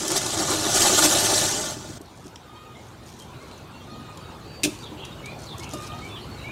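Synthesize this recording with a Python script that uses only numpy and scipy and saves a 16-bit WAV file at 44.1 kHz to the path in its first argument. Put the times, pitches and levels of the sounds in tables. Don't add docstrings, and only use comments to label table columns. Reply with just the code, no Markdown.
import sys
import numpy as np
from scipy import signal
from scipy.fft import rfft, irfft, next_fast_len
from scipy.io import wavfile
from scipy.ndimage import uniform_filter1d

SR = 44100
rng = np.random.default_rng(int(sys.argv[2]) if len(sys.argv) > 2 else 0)


def wav_record(signal):
    frames = np.transpose(np.atleast_2d(signal))
    bounded = np.clip(frames, -1, 1)
    quanta = np.round(bounded * 32767).astype(np.int16)
    wavfile.write(sys.argv[1], SR, quanta)


N = 287091
TIME = np.arange(N) / SR


def amp(db):
    return 10 ** (np.asarray(db) / 20)


def unit(x):
    return x / np.sqrt(np.mean(x ** 2) + 1e-20)


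def read(points, hz):
    f, value = np.transpose(points)
    return np.interp(np.log(hz + 1), np.log(f + 1), value)


def add(mix, s, sound):
    part = mix[max(round(s * SR), 0):][:len(sound)]
    part += sound[:len(part)]


def colour(x, points):
    return unit(irfft(rfft(x) * amp(read(points, np.fft.rfftfreq(len(x), 1 / SR))), len(x)))


def noise(points, size=N):
    return colour(rng.standard_normal(size), points)


def wander(hz, size=N):
    n = next_fast_len(max(size, SR // 5))
    rolloff = 1 + (np.fft.rfftfreq(n, 1 / SR) / hz) ** 4
    return unit(irfft(rfft(rng.standard_normal(n)) / rolloff, n))[:size]


def hump(s, length):
    return np.cos(np.pi * np.clip((TIME - s) / length, -.5, .5)) ** 2


def swell(db, db_per_s, until_s=5.78):
    return amp(db + db_per_s * np.minimum(TIME - until_s, 0))


def patchy(x, depth_db, span_s, span_hz):
    hz, t, z = signal.stft(x, SR, nperseg=512, noverlap=384)
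    field = rng.standard_normal(z.shape)
    for axis, size in enumerate([span_hz / hz[1], span_s / t[1]]):
        field = uniform_filter1d(field, max(int(size), 1), axis)
    return unit(signal.istft(z * amp(depth_db * unit(field)), SR, nperseg=512, noverlap=384)[1][:N])


def impacts(per_s, spread_db):
    size = amp(spread_db * np.minimum(rng.exponential(1, N), 4))
    return unit(size * rng.choice([-1, 1], N) * (rng.random(N) < per_s / SR))


def bounce(x, share, delay_s=.00345):
    return (x + share * np.interp(TIME - delay_s, TIME, x, left=0)) / np.hypot(1, share)


def trees(x, wet_db):
    # frequency_hz, t60_s
    decay = [(200, 0.14), (1200, 0.5), (3500, 0.32), (12000, 0.32)]
    echoes = rng.standard_normal(SR) * (rng.random(SR) < 2000 / SR) * (TIME[:SR] > .008)
    hz, t, z = signal.stft(echoes, SR, nperseg=256)
    tail = signal.istft(z * amp(-60 * t / read(decay, hz)[:, None]), SR, nperseg=256)[1]
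    return x + amp(wet_db) * signal.fftconvolve(x, tail / np.linalg.norm(tail))[:N]


def diffuse(x, width):
    hz, t, z = signal.stft(x, SR, nperseg=512, noverlap=384)
    z = z * np.exp(2j * np.pi * rng.random(z.shape)) * amp(read(width, hz))[:, None]
    return signal.istft(z, SR, nperseg=512, noverlap=384)[1][:N]


def air():
    # frequency_hz, density_db
    hum_spectrum = [(12, -62), (20, -34), (32, -15), (64, 0), (87, 2.5), (129, 3.5), (177, -2.5),
                    (211, -14.5), (261, -11), (300, -12.5), (330, -4), (430, -13), (730, -120)]
    wash_spectrum = [(120, -33), (200, 3.5), (260, 1), (330, -1.5), (400, -1), (550, -4), (950, -4),
                     (1400, -9), (1870, -15.5), (2600, -16), (3770, -18.5), (4600, -24), (5200, -47),
                     (7000, -66)]
    hiss_spectrum = [(2650, -26), (4500, -5.5), (5200, -7), (6000, -8), (6800, -7.5), (8400, -11),
                     (11000, -15.5), (15000, -17), (16000, -26)]
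    # middle_s, length_s, extra_db
    gusts = [(3.474, 0.43, 3), (4.25, 0.28, 1.5)]
    gust_db = sum(db * hump(s, length) for s, length, db in gusts)
    wash = patchy(noise(wash_spectrum), depth_db=3, span_s=.049, span_hz=200)
    hiss = patchy(noise(hiss_spectrum), depth_db=3, span_s=.031, span_hz=400)
    return (swell(-40.5, db_per_s=2.5) * noise(hum_spectrum)
            + swell(-41.5 + gust_db, db_per_s=2) * wash
            + swell(-55, db_per_s=1.77) * hiss)


def bird(notes, waver, waver_hz, flutter_db, harmonics=((1, 0),)):
    out = np.zeros(N)
    for s, length, start, middle, end, db in notes:
        n = int(length * SR)
        glide_hz = np.polyval(np.polyfit([0, .5, 1], [start, middle, end], 2), np.linspace(0, 1, n))
        hz = glide_hz * (1 + waver * wander(waver_hz, n))
        phase = 2 * np.pi * np.cumsum(hz) / SR
        tone = sum(amp(level) * np.sin(round(k) * phase) for k, level in harmonics)
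        flutter = amp(flutter_db * wander(99, n))
        add(out, s, amp(db) * unit(tone * flutter) * signal.windows.tukey(n, .35))
    return out


def chatter(count=240):
    when, pitch, slope, faintness, length = rng.random((5, count))
    start_s, length_s = 2 + 4.5 * when, .014 + .03 * length
    hz, glide = 2400 + 2100 * pitch, 1 + .2 * (slope - .5)
    notes = np.c_[start_s, length_s, hz / glide, hz, hz * glide, -9 * faintness]
    return swell(-50, db_per_s=3) * bird(notes, waver=.011, waver_hz=200, flutter_db=4)


def far_bird():
    # start_s, length_s, start_hz, middle_hz, end_hz, level_db
    calls = [(2.43, .35, 605, 620, 611, -52), (3.85, 0.32, 608, 621, 607.5, -50),
             (4.17, 0.23, 618, 630, 604, -53.5), (5.715, 0.153, 611.6, 608.5, 619.5, -42),
             (5.88, .135, 606, 619, 630, -42)]
    # harmonic_number, level_db
    throat = [(2, 3), (3, -13.5), (4, -11), (5, -58), (6, -8)]
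    return trees(bird(calls, waver=.005, waver_hz=70, flutter_db=2.5, harmonics=throat), wet_db=-5)


def syllables(rows, oct_per_s, waver):
    points = np.array([0, .5, 1])
    notes = [(s, length, *hz * 2 ** (oct_per_s * length * points), db) for s, length, hz, db in rows]
    return bird(notes, waver=waver, waver_hz=270, flutter_db=2.5)


def songbird():
    # start_s, length_s, start_hz, level_db
    whistles = [(2.557, 0.036, 3200, -51), (3.204, 0.029, 3180, -47), (3.724, .05, 2740, -53),
                (3.799, 0.037, 3220, -54), (3.898, .049, 4280, -50), (4.205, 0.036, 4540, -52),
                (4.242, 0.045, 3770, -54), (4.43, 0.25, 4600, -52.5), (4.792, 0.038, 4630, -47.5),
                (5.115, 0.02, 3700, -46.5), (5.183, .041, 2900, -47.5), (6.085, .08, 3480, -47),
                (6.374, 0.041, 3850, -48.5)]
    rises = [(2.751, 0.043, 2070, -51), (3.25, 0.21, 3220, -59.5), (3.4, .047, 2070, -53),
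             (3.5, 0.055, 3800, -57), (5.226, 0.084, 2176, -42), (5.599, 0.045, 2120, -45),
             (6.015, 0.062, 2160, -42.5), (6.435, 0.082, 2174, -38.5)]
    falls = [(2.04, .086, 4600, -59), (2.49, 0.037, 3350, -57), (2.745, 0.032, 3500, -54),
             (4.822, 0.067, 4250, -43.5), (5.455, 0.098, 4650, -42.5), (5.915, 0.026, 3050, -44),
             (6.152, 0.048, 3450, -41)]
    buzzes = [(4.97, 0.095, 3090, -41), (5.618, 0.073, 2740, -44.5)]
    return (syllables(whistles, oct_per_s=0, waver=.008)
            + syllables(rises, oct_per_s=2.5, waver=.008)
            + syllables(falls, oct_per_s=-6.3, waver=.0515)
            + syllables(buzzes, oct_per_s=0, waver=.086))


def crunch(per_s, spread_db, clump_db, ring_s, kinds=10):
    # frequency_hz, density_db
    spectrum = [(880, -12), (1500, -18), (1610, -6), (1760, -4), (1880, -9), (2160, -15.5), (2300, -8),
                (3620, -2), (4590, -2.5), (5050, 0.5), (6310, 1.5), (7760, -1.5), (11800, -11.5),
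                (16000, -28)]
    out, t = np.zeros(N), TIME[:700]
    for _ in range(kinds):
        clatter = unit(rng.standard_normal(len(t)) * np.exp(-t / ring_s))
        out += signal.oaconvolve(impacts(per_s / kinds, spread_db), clatter)[:N]
    return colour(out * amp(clump_db * wander(30)), spectrum)


def shoes():
    # start_s, length_s, level_db
    scuffs = [(2.007, 0.3, -60), (2.23, .07, -53.5), (2.734, 0.22, -60.5), (3, 0.31, -53),
              (3.287, 0.4, -61.5), (4.68, 0.21, -53), (5.375, 0.11, -47), (5.572, 0.093, -47),
              (5.664, 0.27, -46.5), (5.876, 0.3, -56)]
    weight = np.zeros(N)
    for s, length, db in scuffs:
        add(weight, s, amp(db) * signal.windows.tukey(int(length * SR), .6))
    grains = crunch(per_s=900, spread_db=4, clump_db=2, ring_s=.0017)
    return weight * patchy(grains, depth_db=3, span_s=.02, span_hz=700)


def ticks(half_width_oct=.63, rise_s=.00057):
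    # start_s, relative_db, t60_s, centre_hz
    contacts = [(.08, -14.5, .03, 6000), (.117, -11, 0.019, 6400), (.177, -14, .035, 7000),
                (0.262, -19, .04, 5970), (0.375, -17, .024, 5000), (.513, -12, .016, 4900),
                (2.014, -34.5, .023, 7360), (2.358, -30, 0.022, 3900), (3.19, -41, 0.037, 6000),
                (3.513, -37, .02, 4000), (4.173, -33.5, 0.031, 4200), (5.05, -32, 0.043, 4700),
                (5.258, -28.5, 0.03, 4960), (5.418, -38, .03, 6000), (5.581, -33.5, .03, 8000),
                (5.691, -34, .02, 7000), (5.735, -29.5, 0.056, 7000)]
    out, t = np.zeros(N), TIME[:SR // 8]
    grid_hz = np.geomspace(100, SR / 2, 40)
    air_db = -10 * np.log10(1 + (grid_hz / 11500) ** 8)
    for s, db, t60, hz in contacts:
        band_db = -10 * np.log10(1 + (np.log2(grid_hz / hz) / half_width_oct) ** 4)
        stone_db = 3 * rng.standard_normal(len(grid_hz))
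        ring = noise(np.c_[grid_hz, band_db + air_db + stone_db], len(t))
        add(out, s, ring * amp(db - 3.5 - 60 * t / t60) * (1 - np.exp(-t / rise_s)))
    return out


def knocks(rise_s=.0014):
    # start_s, level_db, t60_factor, tilt_db_per_octave
    blows = [(0.121, -36, 0.76, 7), (.405, -18, 1.1, -1), (0.503, -22, 0.74, 10), (1.046, -13, 2, 3),
             (1.195, -37, .8, 2), (1.768, -23, 0.66, -4), (1.899, -22.5, 0.42, -7), (2.007, -24, 0.23, 4),
             (2.255, -25.5, 0.34, -4), (4.64, -14.5, 1.3, 1), (4.657, -13.5, 0.49, 3.5),
             (4.677, -12.5, 0.57, -4), (4.915, -28.5, 2.5, -3), (5.735, -24.5, 1.12, 12.5)]
    # frequency_hz, level_db, t60_s
    deck = [(200, -16.5, 0.14), (307, -3.5, 0.11), (362.3, -12, 0.22), (473, -11.5, 0.028),
            (588, -23.5, 0.17), (623, -16.5, 0.075), (730, -19, 0.024)]
    out, t = np.zeros(N), TIME[:SR // 3]
    for s, db, t60_factor, tilt in blows:
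        ring = np.zeros(len(t))
        for hz, mode_db, t60 in deck:
            envelope = amp(mode_db + tilt * np.log2(hz / 300) - 60 * t / (t60 * t60_factor))
            ring += envelope * np.sin(2 * np.pi * hz * t)
        add(out, s, amp(db) * ring * (1 - np.exp(-t / rise_s)))
    return out


def latch():
    # start_s, level_db, hold_s, t60_s
    strokes = [(4.634, -19, 0.0089, 0.037), (4.646, -21, 0.005, 0.067)]
    # frequency_hz, density_db
    spectrum = [(820, -52), (1400, -20), (1800, -14), (2250, -9.5), (2650, 1.5), (3000, -6), (3360, -8),
                (3650, -6), (4570, -9.5), (6080, -4.5), (8500, -11.5), (9230, -8), (10800, -19),
                (13900, -18), (16000, -32)]
    out, t = np.zeros(N), TIME[:SR // 4]
    for s, db, hold, t60 in strokes:
        add(out, s, noise(spectrum, len(t)) * amp(db - 60 * np.maximum(t - hold, 0) / t60))
    return out


def pings(per_s, spread_db, variants=5, ring_s=.0065, length_s=2):
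    pitches = [1480, 1820, 2990, 3424, 3920, 4625, 5340, 5800, 6230, 6930, 7990]
    out, t = np.zeros(N), TIME[:SR // 25]
    hits = int(length_s * per_s / variants / len(pitches))
    for hz in np.repeat(pitches, variants):
        ping = np.sin(2 * np.pi * hz * rng.uniform(.94, 1.06) * t) * np.exp(-t / ring_s)
        for s, size in zip(rng.uniform(0, length_s, hits), rng.exponential(1, SR // 100)):
            add(out, s, amp(spread_db * min(size, 3)) * np.sqrt(hz) * ping)
    return out / np.std(out[:length_s * SR])


def gravel(force_db):
    grains = crunch(per_s=4000, spread_db=2.5, clump_db=.2, ring_s=.0028)
    grit = patchy(grains, depth_db=2.5, span_s=.024, span_hz=598)
    fizz = signal.sosfiltfilt(signal.butter(3, 9500, "high", fs=SR, output="sos"), grit)
    stones = (amp(-.18) * unit(grit - fizz)
              + amp(-10 + .37 * force_db) * unit(fizz)
              + amp(-7.5) * pings(per_s=700, spread_db=2.5))
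    return bounce(amp(-20.5 + force_db) * stones, share=.33)


def rattle(force_db):
    # frequency_hz, bandwidth_hz, level_db
    peaks = [(157, 10, -14), (206, 22, -7.5), (313.6, 21, 1.5), (364, 31, 3), (402.4, 22, 3),
             (530, 76, -1.5), (614.4, 28.5, 1), (696, 19, 1.5), (784, 59, 1.5), (830, 27, -3.5),
             (880, 12, -3.5), (1032, 63, -3.5), (1132, 43, -5), (1229, 47, -1.5), (1405, 75, -1.5),
             (1512, 94, -3), (1770, 150, -16), (2033, 44, -8.5), (2264, 85, -11.5)]
    t = TIME[:SR // 4]
    ring = np.zeros(len(t))
    for k, (hz, width, db) in enumerate(peaks):
        envelope = amp(db) * np.sqrt(width) * np.exp(-np.pi * width * t)
        ring += (-1) ** k * envelope * np.sin(2 * np.pi * hz * t)
    bumps = impacts(per_s=1000, spread_db=1.8)
    shaking = bounce(signal.oaconvolve(bumps, ring)[:N], share=.24)
    return amp(-25.5 + force_db) * patchy(shaking, depth_db=2.5, span_s=.04, span_hz=250)


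def tyres():
    # time_s, level_db
    drive = [(0, -10.5), (.35, -10), (.735, -5.5), (.775, -2), (1.06, -0.5), (1.42, -4), (1.71, -12.5),
             (1.775, -24), (1.98, -25)]
    # middle_s, length_s, extra_crunch_db, extra_rattle_db
    heaps = [(0.117, 0.073, 4, 8), (.167, .055, 10, 6), (0.4, 0.2, 0.5, 4), (0.508, 0.093, 2.5, 7.5),
             (0.766, 0.045, 3.5, 4.5), (0.823, 0.055, 3.5, 3.5), (0.868, 0.074, 3, 4), (0.991, 0.042, 2, 7),
             (1.045, 0.091, 4.5, 5), (1.387, 0.058, 2.5, -1), (1.448, 0.051, 0.5, 6)]
    # frequency_hz, density_db
    rumble_spectrum = [(20, -18), (45, -4), (70, -1.5), (100, 9.5), (125, 8), (155, 5.5), (178, 1.5),
                       (200, -1.5), (250, 3.5), (300, -19), (450, -32)]
    drive_db = np.interp(TIME, *np.transpose(drive))
    crunch_db, rattle_db, rumble_db = drive_db.copy(), .75 * drive_db, -37.5 + .16 * drive_db
    for s, length, extra_crunch_db, extra_rattle_db in heaps:
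        heap = hump(s, length)
        crunch_db += extra_crunch_db * heap
        rattle_db += extra_rattle_db * heap
    rolling = np.interp(TIME, [1.975, 1.987], [1, 0])
    return rolling * (gravel(crunch_db) + rattle(rattle_db) + amp(rumble_db) * noise(rumble_spectrum))


def scene():
    # frequency_hz, gain_db
    scooter_width = [(60, -26), (400, -32.5), (1500, -28.5), (15000, -20.5)]
    yard_width = [(30, -18), (120, -40), (500, -29), (2000, -25.5), (7000, -10), (14000, 1)]
    ride = trees(tyres(), wet_db=-25)
    scooter = ride + trees(shoes() + ticks() + latch() + knocks(), wet_db=-11.5)
    song = amp(-2.5) * trees(songbird(), wet_db=-1.5) + amp(-5) * trees(chatter(), wet_db=3)
    yard = song + far_bird() + air()
    mid = scooter + yard
    side = diffuse(scooter, scooter_width) + diffuse(yard, yard_width)
    return np.array([mid + side, mid - side])


def record(dry, edge_hz=15900):
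    lowpass = signal.firwin(511, edge_hz, window=("kaiser", 9), fs=SR)
    return signal.oaconvolve(dry, lowpass[None], "same")


dry = scene()
out = record(dry)
wav_record(out)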